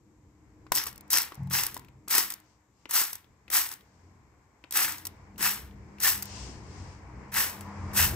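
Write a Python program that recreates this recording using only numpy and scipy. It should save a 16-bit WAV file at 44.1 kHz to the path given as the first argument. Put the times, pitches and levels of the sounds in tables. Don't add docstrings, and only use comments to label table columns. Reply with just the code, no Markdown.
import sys
import numpy as np
from scipy import signal
from scipy.fft import rfft, irfft, next_fast_len
from scipy.io import wavfile

SR = 44100
rng = np.random.default_rng(int(sys.argv[2]) if len(sys.argv) > 2 else 0)


def to_linear_factor(level_db):
    exponent = np.asarray(level_db, float) / 20
    return 10 ** exponent


def master_out(mix):
    frames = np.transpose(np.atleast_2d(mix))
    ceiling = np.clip(frames, -1, 1)
    pcm = np.round(ceiling * 32767).astype(np.int16)
    wavfile.write(sys.argv[1], SR, pcm)


N = 359718
TIME = np.arange(N) / SR
SLOW = TIME[::32]
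HZ = np.maximum(np.fft.rfftfreq(2 * next_fast_len(N // 2 + SR // 8), 1 / SR), 1)

# pitch_hz, level_db (per Hz)
AIR_COLOUR = [(5000, -7.5), (7500, 0), (9000, -13), (13000, -11.5), (15000, -24.5)]
# pitch_hz, level_db (per Hz)
STREET_COLOUR = [(15, -37.5), (25, -13.5), (81, -0.5), (159, -11), (203, -11.5), (482, -19), (546, -24.5),
                 (1030, -21), (1240, -29.5), (2250, -29.5), (3400, -51.5), (4420, -70), (7480, -120)]
# pitch_hz, level_db (per Hz)
TYRE_HISS_COLOUR = [(1530, -32.5), (2600, 2.5), (3630, -7.5), (5080, -0.5), (7150, -5.5), (8510, -10.5),
                    (9990, -34.5), (11300, -34.5), (15100, -36.5), (16000, -32)]
# pitch_hz, likeness (-1 to 1)
STREET_LIKENESS = [(60, .98), (300, .86), (700, .55), (1500, .15), (4000, -.05), (8000, -.1), (10000, -.97),
                   (12000, -.5), (15000, .5)]
# pitch_hz, width_hz, boost_db
ROOM_MODES = [(61.6, 3.3, 12), (91.1, 2.7, 4), (129, 13, 7.5), (240, 9.1, -2.5)]
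# time_s, level_db
ENGINES = [(0, -67.5), (.57, -62.5), (.79, -59), (1.18, -63), (1.43, -74), (1.6, -55.5), (2.68, -74.5),
           (3.34, -66.5), (3.7, -68.5), (4.2, -64), (4.6, -71.5), (5.2, -57.5), (5.7, -51.5), (6.04, -53),
           (6.5, -50.5), (7.3, -51.5), (7.6, -54.5), (8.157, -35.5)]
# time_s, level_db
TYRES = [(0, -77.5), (.6, -70), (1.4, -59), (1.95, -72.5), (2.45, -68.5), (2.67, -77), (3.3, -71.5),
         (4.05, -67.5), (4.5, -70.5), (5.15, -60), (5.3, -63), (5.95, -60), (6.37, -51), (6.6, -55),
         (7.0, -57.5), (7.3, -56), (7.7, -50), (8.157, -45)]
# middle_s, level_db, half_length_s
PASSES = [
    (2.5, -76, 0.064),
    (2.82, -76, .05),
    (3.95, -78.5, .12),
    (6.38, -50, 0.11),
    (6.8, -60.5, .12),
]
# pitch_hz, width_hz
HUM_LINES = [(200.2, 3.7), (307.1, 19), (88.2, 7), (1050, 500)]
# middle_s, level_db, half_length_s
HUM_SWELLS = [
    [(.82, -63.5, .25), (1.5, -64, 0.12), (2.18, -64, 0.14), (4.86, -59.5, 0.091), (5.6, -51.5, 0.18),
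     (6.2, -55, 0.42), (6.9, -58, .3), (7.84, -40.5, 0.28)],
    [(.75, -61.5, 0.53), (1.57, -59, 0.17), (2.18, -60, .15), (4.9, -53.5, 0.12), (6.5, -63.5, 1),
     (8.1, -51.5, 0.37)],
    [(4.05, -63, 0.16), (5.1, -60, 0.18), (6.2, -47, 0.16), (6.75, -42, 0.1), (7.75, -39, 0.16),
     (8.1, -33, 0.19)],
    [(7.2, -59.5, 0.37), (7.8, -48.5, .25)],
]
# time_s, level_db
THUDS = [
    (1.376, -32),
    (1.404, -25),
    (1.443, -31.5),
    (1.47, -27.5),
    (1.514, -32.5),
    (1.939, -49.5),
    (5.2, -58),
]
# pitch_hz, level_db, time_to_fall_60_db_s
FLOOR_MODES = [(96.3, -7.5, 0.42), (133, -1.5, 0.29), (178.7, -11.5, 0.36), (853, -19.5, 0.071)]

# start_s, rise_s, hold_s, release_s (to lose 30 dB), hiss_level_db
PULLS = [(.742, 0.008, 0.023, .14, -33.5), (1.101, 0.0098, 0.064, 0.1341, -30.5),
         (1.5, 0.035, .05, 0.17, -30), (2.085, 0.027, 0.077, 0.1459, -27.5),
         (2.891, 0.062, 0.0334, 0.1618, -25.5), (3.501, 0.041, 0.028, 0.16, -25),
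         (4.712, 0.051, 0.056, 0.1959, -28), (5.379, .05, 0.044, 0.1634, -28.5),
         (5.999, 0.036, 0.056, 0.1357, -25), (7.318, 0.051, 0.036, 0.18, -28.5),
         (7.933, 0.046, 0.048, 0.14, -24.5)]
# start_s, level_db
REFILLS = [
    (.722, -36),
    (.866, -38),
    (1.744, -50),
    (2.303, -43),
    (3.13, -52),
    (3.714, -44),
    (5.052, -48),
    (6.224, -50),
    (7.608, -58),
]
# start_s, knock_level_db, pitch_hz, air_share_db (spit over knock)
KNOCKS = [(0.666, -43, 1070, -21), (0.7196, -14.5, 1000, 7), (0.869, -33, 1166, 15),
          (2.078, -36.5, 1200, 1), (1.1477, -30, 1094, 12.5), (1.3204, -33.5, 1140, -11),
          (1.4724, -47, 810, 4), (1.5098, -31, 1565, 7), (1.7661, -30.5, 990, 2.5), (1.847, -48.5, 2474, 2),
          (1.8847, -48, 2545, -2), (2.1087, -30.5, 1982, 15.5), (2.151, -26.5, 1040, 19.5),
          (2.1809, -24.5, 1800, 23), (2.856, -33, 2710, -21.5), (2.8936, -43, 1200, -5),
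          (3.0145, -29.5, 1970, 12.5), (3.244, -51.5, 3300, -6), (3.4805, -39.5, 2560, -13),
          (3.5018, -34.5, 1920, 15.5), (3.5274, -37.5, 2070, 18), (3.8087, -50, 3280, 0.5),
          (4.6401, -35.5, 2590, -25.5), (4.74, -36, 1860, 11.5), (5.3595, -52, 2700, -5),
          (5.4076, -28, 1770, 6), (5.711, -51, 3300, -8), (7.341, -37, 1880, 20), (7.916, -45, 2750, -10),
          (5.985, -40.5, 2540, -10)]
# start_s, level_db
SPITS = [(.7414, -19), (.7522, -9.5), (.7594, -9), (.7723, -10), (.7826, -10.5), (.838, -16.5),
         (.857, -22.5), (1.1034, -11.5), (1.119, -18.5), (1.131, -3), (1.172, -7), (1.1842, -5.5),
         (1.2182, -11.5), (1.2303, -19), (1.4997, -30.5), (1.635, -9), (1.6656, -10), (2.0817, -22),
         (2.9095, -16), (2.9394, -11), (2.9613, -22.5), (4.7087, -21), (4.7235, -14.5), (4.7721, -4),
         (4.9213, -20), (5.3803, -27), (6.0023, -19.5), (6.0447, -10), (7.3203, -41), (7.9359, -43)]
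# start_s, level_db
CRACKLES = [(.9276, -32.5), (.9583, -34.5), (.978, -31.5), (1.0083, -33), (1.0784, -47.5), (1.3444, -34.5),
            (1.353, -36), (1.4325, -46), (1.7434, -23), (1.7751, -28.5), (1.794, -32), (2.3028, -17),
            (2.3216, -20), (2.338, -21), (2.4003, -42.5), (3.1301, -17), (3.1538, -22), (3.689, -22.5),
            (3.7155, -21), (3.7253, -26), (3.7373, -23.5), (4.9821, -25.5), (5.0524, -19), (5.057, -27),
            (5.0684, -17.5), (5.073, -24.5), (6.2239, -17), (6.228, -19), (6.2553, -26), (7.6086, -28)]
SHELL_HZ = (1000, 1950, 2580)
# pitch_hz, width_hz, and a table of time_s, level_db (over the patter)
RINGS = [
    (1800, 350, [(3.3, -17.5), (3.6, -11.5), (4.7, -6), (8.157, -5.5)]),
    (2700, 320, [(4.7, -15.5), (7.5, -9.5), (7.9, -1)]),
    (5400, 900, [(.8, 7), (1.2, 4.5), (1.6, -3.5), (2.2, -4.5), (3, -16)]),
]
# pitch_hz, level_db (per Hz)
JET_SUM = [(180, -48), (300, 7), (649, -8), (877, -4), (1830, -4), (2320, -7.5), (2650, -7.5), (3470, -6),
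           (5830, 1.5), (7130, -1.5), (7890, 2.5), (9330, -4.5), (11400, 2.5), (15200, 4.5), (16500, -10.5)]
# pitch_hz, level_db (per Hz)
JET_DIFFERENCE = [(180, -54), (300, -15), (1040, -20), (2130, -9.5), (2890, -19.5), (3650, -10.5),
                  (5740, -1.5), (6670, -7), (7760, 4), (8730, 1.5), (12000, 2), (15400, -9), (16500, -29)]
# pitch_hz, share_in_step, share_quarter_cycle_off (the rest is unrelated)
PORTS = [(300, .4, .5), (1200, 0.633, 0.75), (2210, 0.31, 0.68), (4560, 0.21, .6), (7500, 0.64, .8),
         (9000, 0.12, 0.99), (14930, 0., .8)]
# start_s, end_s, pitch_hz, width_hz
NULLS = [(.76, .85, 8800, 700), (1.2, 1.32, 9300, 600), (1.54, 1.63, 9300, 600), (1.7, 1.73, 9200, 600),
         (2.19, 2.28, 9000, 500), (2.96, 3.1, 9600, 600), (3.56, 3.68, 9700, 600), (4.8, 4.97, 9500, 600),
         (5.44, 5.65, 9500, 600), (6.02, 6.21, 9300, 700), (7.4, 7.58, 9400, 600), (8.0, 8.157, 9600, 600)]
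# pitch_hz, left_minus_right_db
LEFT_PORT = [(300, 1.6), (2200, 3), (3500, 0), (5000, 9), (8000, 11), (9500, 0)]


def across(table, column):
    table = np.array(table, float)
    return np.interp(np.log(HZ), np.log(table[:, 0]), table[:, column])


def shape(x, gain):
    size = 2 * (len(HZ) - 1)
    return irfft(rfft(x, size) * gain, size)[..., :N]


def unit(x):
    return x / np.sqrt(np.mean(x ** 2))


def below(hz):
    return 1 / np.sqrt(1 + (HZ / hz) ** 8)


def above(hz):
    return np.sqrt(1 - below(hz) ** 2)


def peak(hz, width_hz):
    return 1 / (1 + (2 * (HZ - hz) / width_hz) ** 2)


def walk(rate_hz):
    size = next_fast_len(len(SLOW))
    hz = np.fft.rfftfreq(size, SLOW[1])
    slow = irfft(rfft(rng.standard_normal(size)) * np.exp(-(hz / rate_hz) ** 2), size)
    return np.interp(TIME, SLOW, unit(slow[:len(SLOW)]))


def swells(rows):
    power = sum(to_linear_factor(db) ** 2 * np.exp(-((SLOW - s) / half_s) ** 2) for s, db, half_s in rows)
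    return np.interp(TIME, SLOW, np.sqrt(power))


def null(hz, centre_hz, width_hz):
    return to_linear_factor(-35 * np.exp(-((hz - centre_hz) / width_hz) ** 4))


def air():
    mid, side = shape(rng.standard_normal((2, N)), to_linear_factor(across(AIR_COLOUR, 1)))
    mid = shape(mid, null(HZ, centre_hz=9800, width_hz=800))
    return to_linear_factor(-78) * unit(np.array([mid + side, mid - side]))


def street_db():
    engines = np.interp(TIME, *np.transpose(ENGINES))
    tyres = np.interp(TIME, *np.transpose(TYRES))
    rumble = engines + 2.5
    drone = -61 + 0.84 * (engines + 60)
    hiss = np.hypot(to_linear_factor(-86 + tyres + 70), swells(PASSES))
    return rumble, drone, tyres, 20 * np.log10(hiss)


def traffic():
    lift_db = sum(db * peak(hz, width_hz) for hz, width_hz, db in ROOM_MODES)
    low = to_linear_factor(across(STREET_COLOUR, 1) + lift_db)
    top = to_linear_factor(across(TYRE_HISS_COLOUR, 1))
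    alike = np.clip(across(STREET_LIKENESS, 1), -.99, .99)
    side_share = np.sqrt((1 - alike) / (1 + alike))
    bands = [low * below(155.),
             low * above(155.) * below(520.),
             low * above(520.) * below(3000.),
             top * above(3000.)]
    flickers_db = (1.99, 2.2, 1.2, 0.51)
    out = 0
    for band, db, flicker_db in zip(bands, street_db(), flickers_db):
        mid = shape(rng.standard_normal(N), band)
        side = shape(rng.standard_normal(N), band * side_share)
        gain = to_linear_factor(db + flicker_db * walk(8.)) / np.std(mid)
        out = out + gain * np.array([mid + side, mid - side])
    return out


def hum():
    out = 0
    for (hz, width_hz), rows in zip(HUM_LINES, HUM_SWELLS):
        line = unit(shape(rng.standard_normal(N), peak(hz, width_hz)))
        load = np.hypot(to_linear_factor(-77.5), swells(rows))
        out = out + line * load * to_linear_factor(-2.5)
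    return out


def thuds():
    blows, t = np.zeros(N), TIME[:SR // 2]
    for s, db in THUDS:
        blows[int(s * SR)] = to_linear_factor(db)
    ring = sum(to_linear_factor(db) * np.sin(2 * np.pi * hz * t) * 1000 ** (-t / t60_s) for hz, db, t60_s in FLOOR_MODES)
    soft_start = 1 - np.exp(-t / .005)
    return signal.fftconvolve(blows, ring * soft_start)[:N]


def room(x):
    t60_s, level_db = 0.32, -9.5
    t = TIME[:SR // 2]
    tails = rng.standard_normal((2, len(t))) * 1000 ** (-t / t60_s) * (t > .004)
    tails = tails / np.sqrt(np.sum(tails ** 2, axis=1, keepdims=True))
    echo = signal.fftconvolve(x, tails, axes=1)[:, :N]
    return to_linear_factor(level_db) * shape(echo, below(3700.0))


def drop_bands(near):
    mid = near.copy()
    for start_s, end_s, centre_hz, width_hz in NULLS:
        span = slice(int(start_s * SR), int(end_s * SR))
        size = len(near[span])
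        hz = np.fft.rfftfreq(size, 1 / SR)
        lost = rfft(near[span]) * (1 - null(hz, centre_hz, width_hz))
        mid[span] -= irfft(lost, size) * signal.windows.tukey(size, .1)
    return mid


def ports(near, other):
    step = np.clip(across(PORTS, 1), -.7, .7)
    quarter = np.clip(across(PORTS, 2), -1, 1) * np.sqrt(1 - step ** 2)
    rest = np.sqrt(np.maximum(1 - step ** 2 - quarter ** 2, 0))
    apart = to_linear_factor(across(JET_DIFFERENCE, 1) - across(JET_SUM, 1) + 3.5)
    side = shape(near, apart * (step + 1j * quarter)) + shape(other, apart * rest)
    mid = drop_bands(near)
    return np.array([mid + side, mid - side])


def events():
    rows = [(s, db + air_db, db, hz) for s, db, hz, air_db in KNOCKS]
    shell_knock_db = -25.5
    for table in (SPITS, CRACKLES):
        for k, (s, db) in enumerate(table):
            rows.append((s, db, db + shell_knock_db, SHELL_HZ[k % len(SHELL_HZ)]))
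    return rows


def ticks():
    spit, scrape, knock = np.zeros((3, N))
    t = TIME[:2000]
    for s, spit_db, knock_db, hz in events():
        span = slice(int(s * SR), int(s * SR) + len(t))
        spit[span] += to_linear_factor(spit_db - 6.5) * t / .001 * np.exp(-t / 0.0011)
        scrape[span] += to_linear_factor(knock_db - 2) * t / 0.0032 * np.exp(-t / 0.0024)
        knock[span] += to_linear_factor(knock_db + 1) * np.sin(2 * np.pi * hz * t) * 1000 ** (-t * hz / 15.)
    return spit, scrape, knock


def pressure():
    hiss, patter = np.zeros((2, len(SLOW)))
    for k, (s, rise_s, hold_s, release_s, db) in enumerate(PULLS):
        started = SLOW > s
        closed = np.clip(1 - (SLOW - s) / rise_s, 0, 1)
        released = np.maximum(SLOW - s - rise_s - hold_s, 0) / release_s
        hiss += to_linear_factor(db - 24 * closed - 30 * released ** 1.176) * started
        unwetted = np.clip(1 - (SLOW - s) / max(rise_s, 0.04), 0, 1)
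        wet_db = -33.5 - 2 * np.exp(-k / 1.8)
        patter += to_linear_factor(wet_db - 21.5 * unwetted - 25 * released) * started
    fall_db_s = 552.5
    refill = sum(to_linear_factor(db - fall_db_s * np.abs(SLOW - s)) * (SLOW > s) for s, db in REFILLS)
    return np.interp(TIME, SLOW, hiss + refill), np.interp(TIME, SLOW, patter + refill * to_linear_factor(-8))


def grainy(rate_hz, flicker_db, share):
    drops = to_linear_factor(3.5 * np.minimum(rng.exponential(size=N), 7)) * share
    return rng.standard_normal(N) * to_linear_factor(flicker_db * walk(rate_hz)) * (1 + drops)


def rings(patter, hiss, wet):
    out = 0
    for hz, width_hz, curve in RINGS:
        ring = unit(signal.lfilter(*signal.iirpeak(hz, hz / width_hz, SR), patter + hiss))
        level_db = np.interp(TIME, *np.transpose(curve))
        out = out + ring * to_linear_factor(level_db + 2.5 * walk(25.))
    return out * wet / wet.max()


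def bottle():
    colour = to_linear_factor(across(JET_SUM, 1))
    spit, scrape, knock = ticks()
    flutter = to_linear_factor(0.66 * walk(61.0))
    jet, wet = pressure()
    pair = []
    for _ in range(2):
        hiss = unit(shape(grainy(330.0, 1.3, 0.19), colour * above(2500.0)))
        patter = unit(shape(grainy(150., 2.9, 0.23), colour * below(3100.0) * above(720.0) ** 2))
        drum = unit(shape(rng.standard_normal(N), above(220.0) * below(650.)))
        patter = patter + to_linear_factor(-19.5) * drum
        patter = patter + rings(patter, hiss, wet)
        burst = rng.standard_normal(N)
        bright = unit(shape(burst, colour * above(3000.))) * spit
        dull = unit(shape(burst, colour * below(3200.))) * scrape
        pair.append((hiss * jet + patter * wet) * flutter + bright + dull + knock)
    return ports(*pair)


def scene():
    far = air() + traffic() + hum() + thuds()
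    near = bottle()
    left_right_db = np.outer([.35, -.65], across(LEFT_PORT, 1))
    return near + room(near) + shape(far, to_linear_factor(left_right_db))


def roll_off(x):
    return signal.sosfilt(signal.butter(12, 16970, fs=SR, output="sos"), x)


def record(dry):
    top_db = -31.5 / (1 + np.exp((15800 - HZ) / 60.))
    mix = shape(dry, to_linear_factor(top_db) * above(32.0))
    return roll_off(mix)


dry = scene()
out = record(dry)
master_out(out)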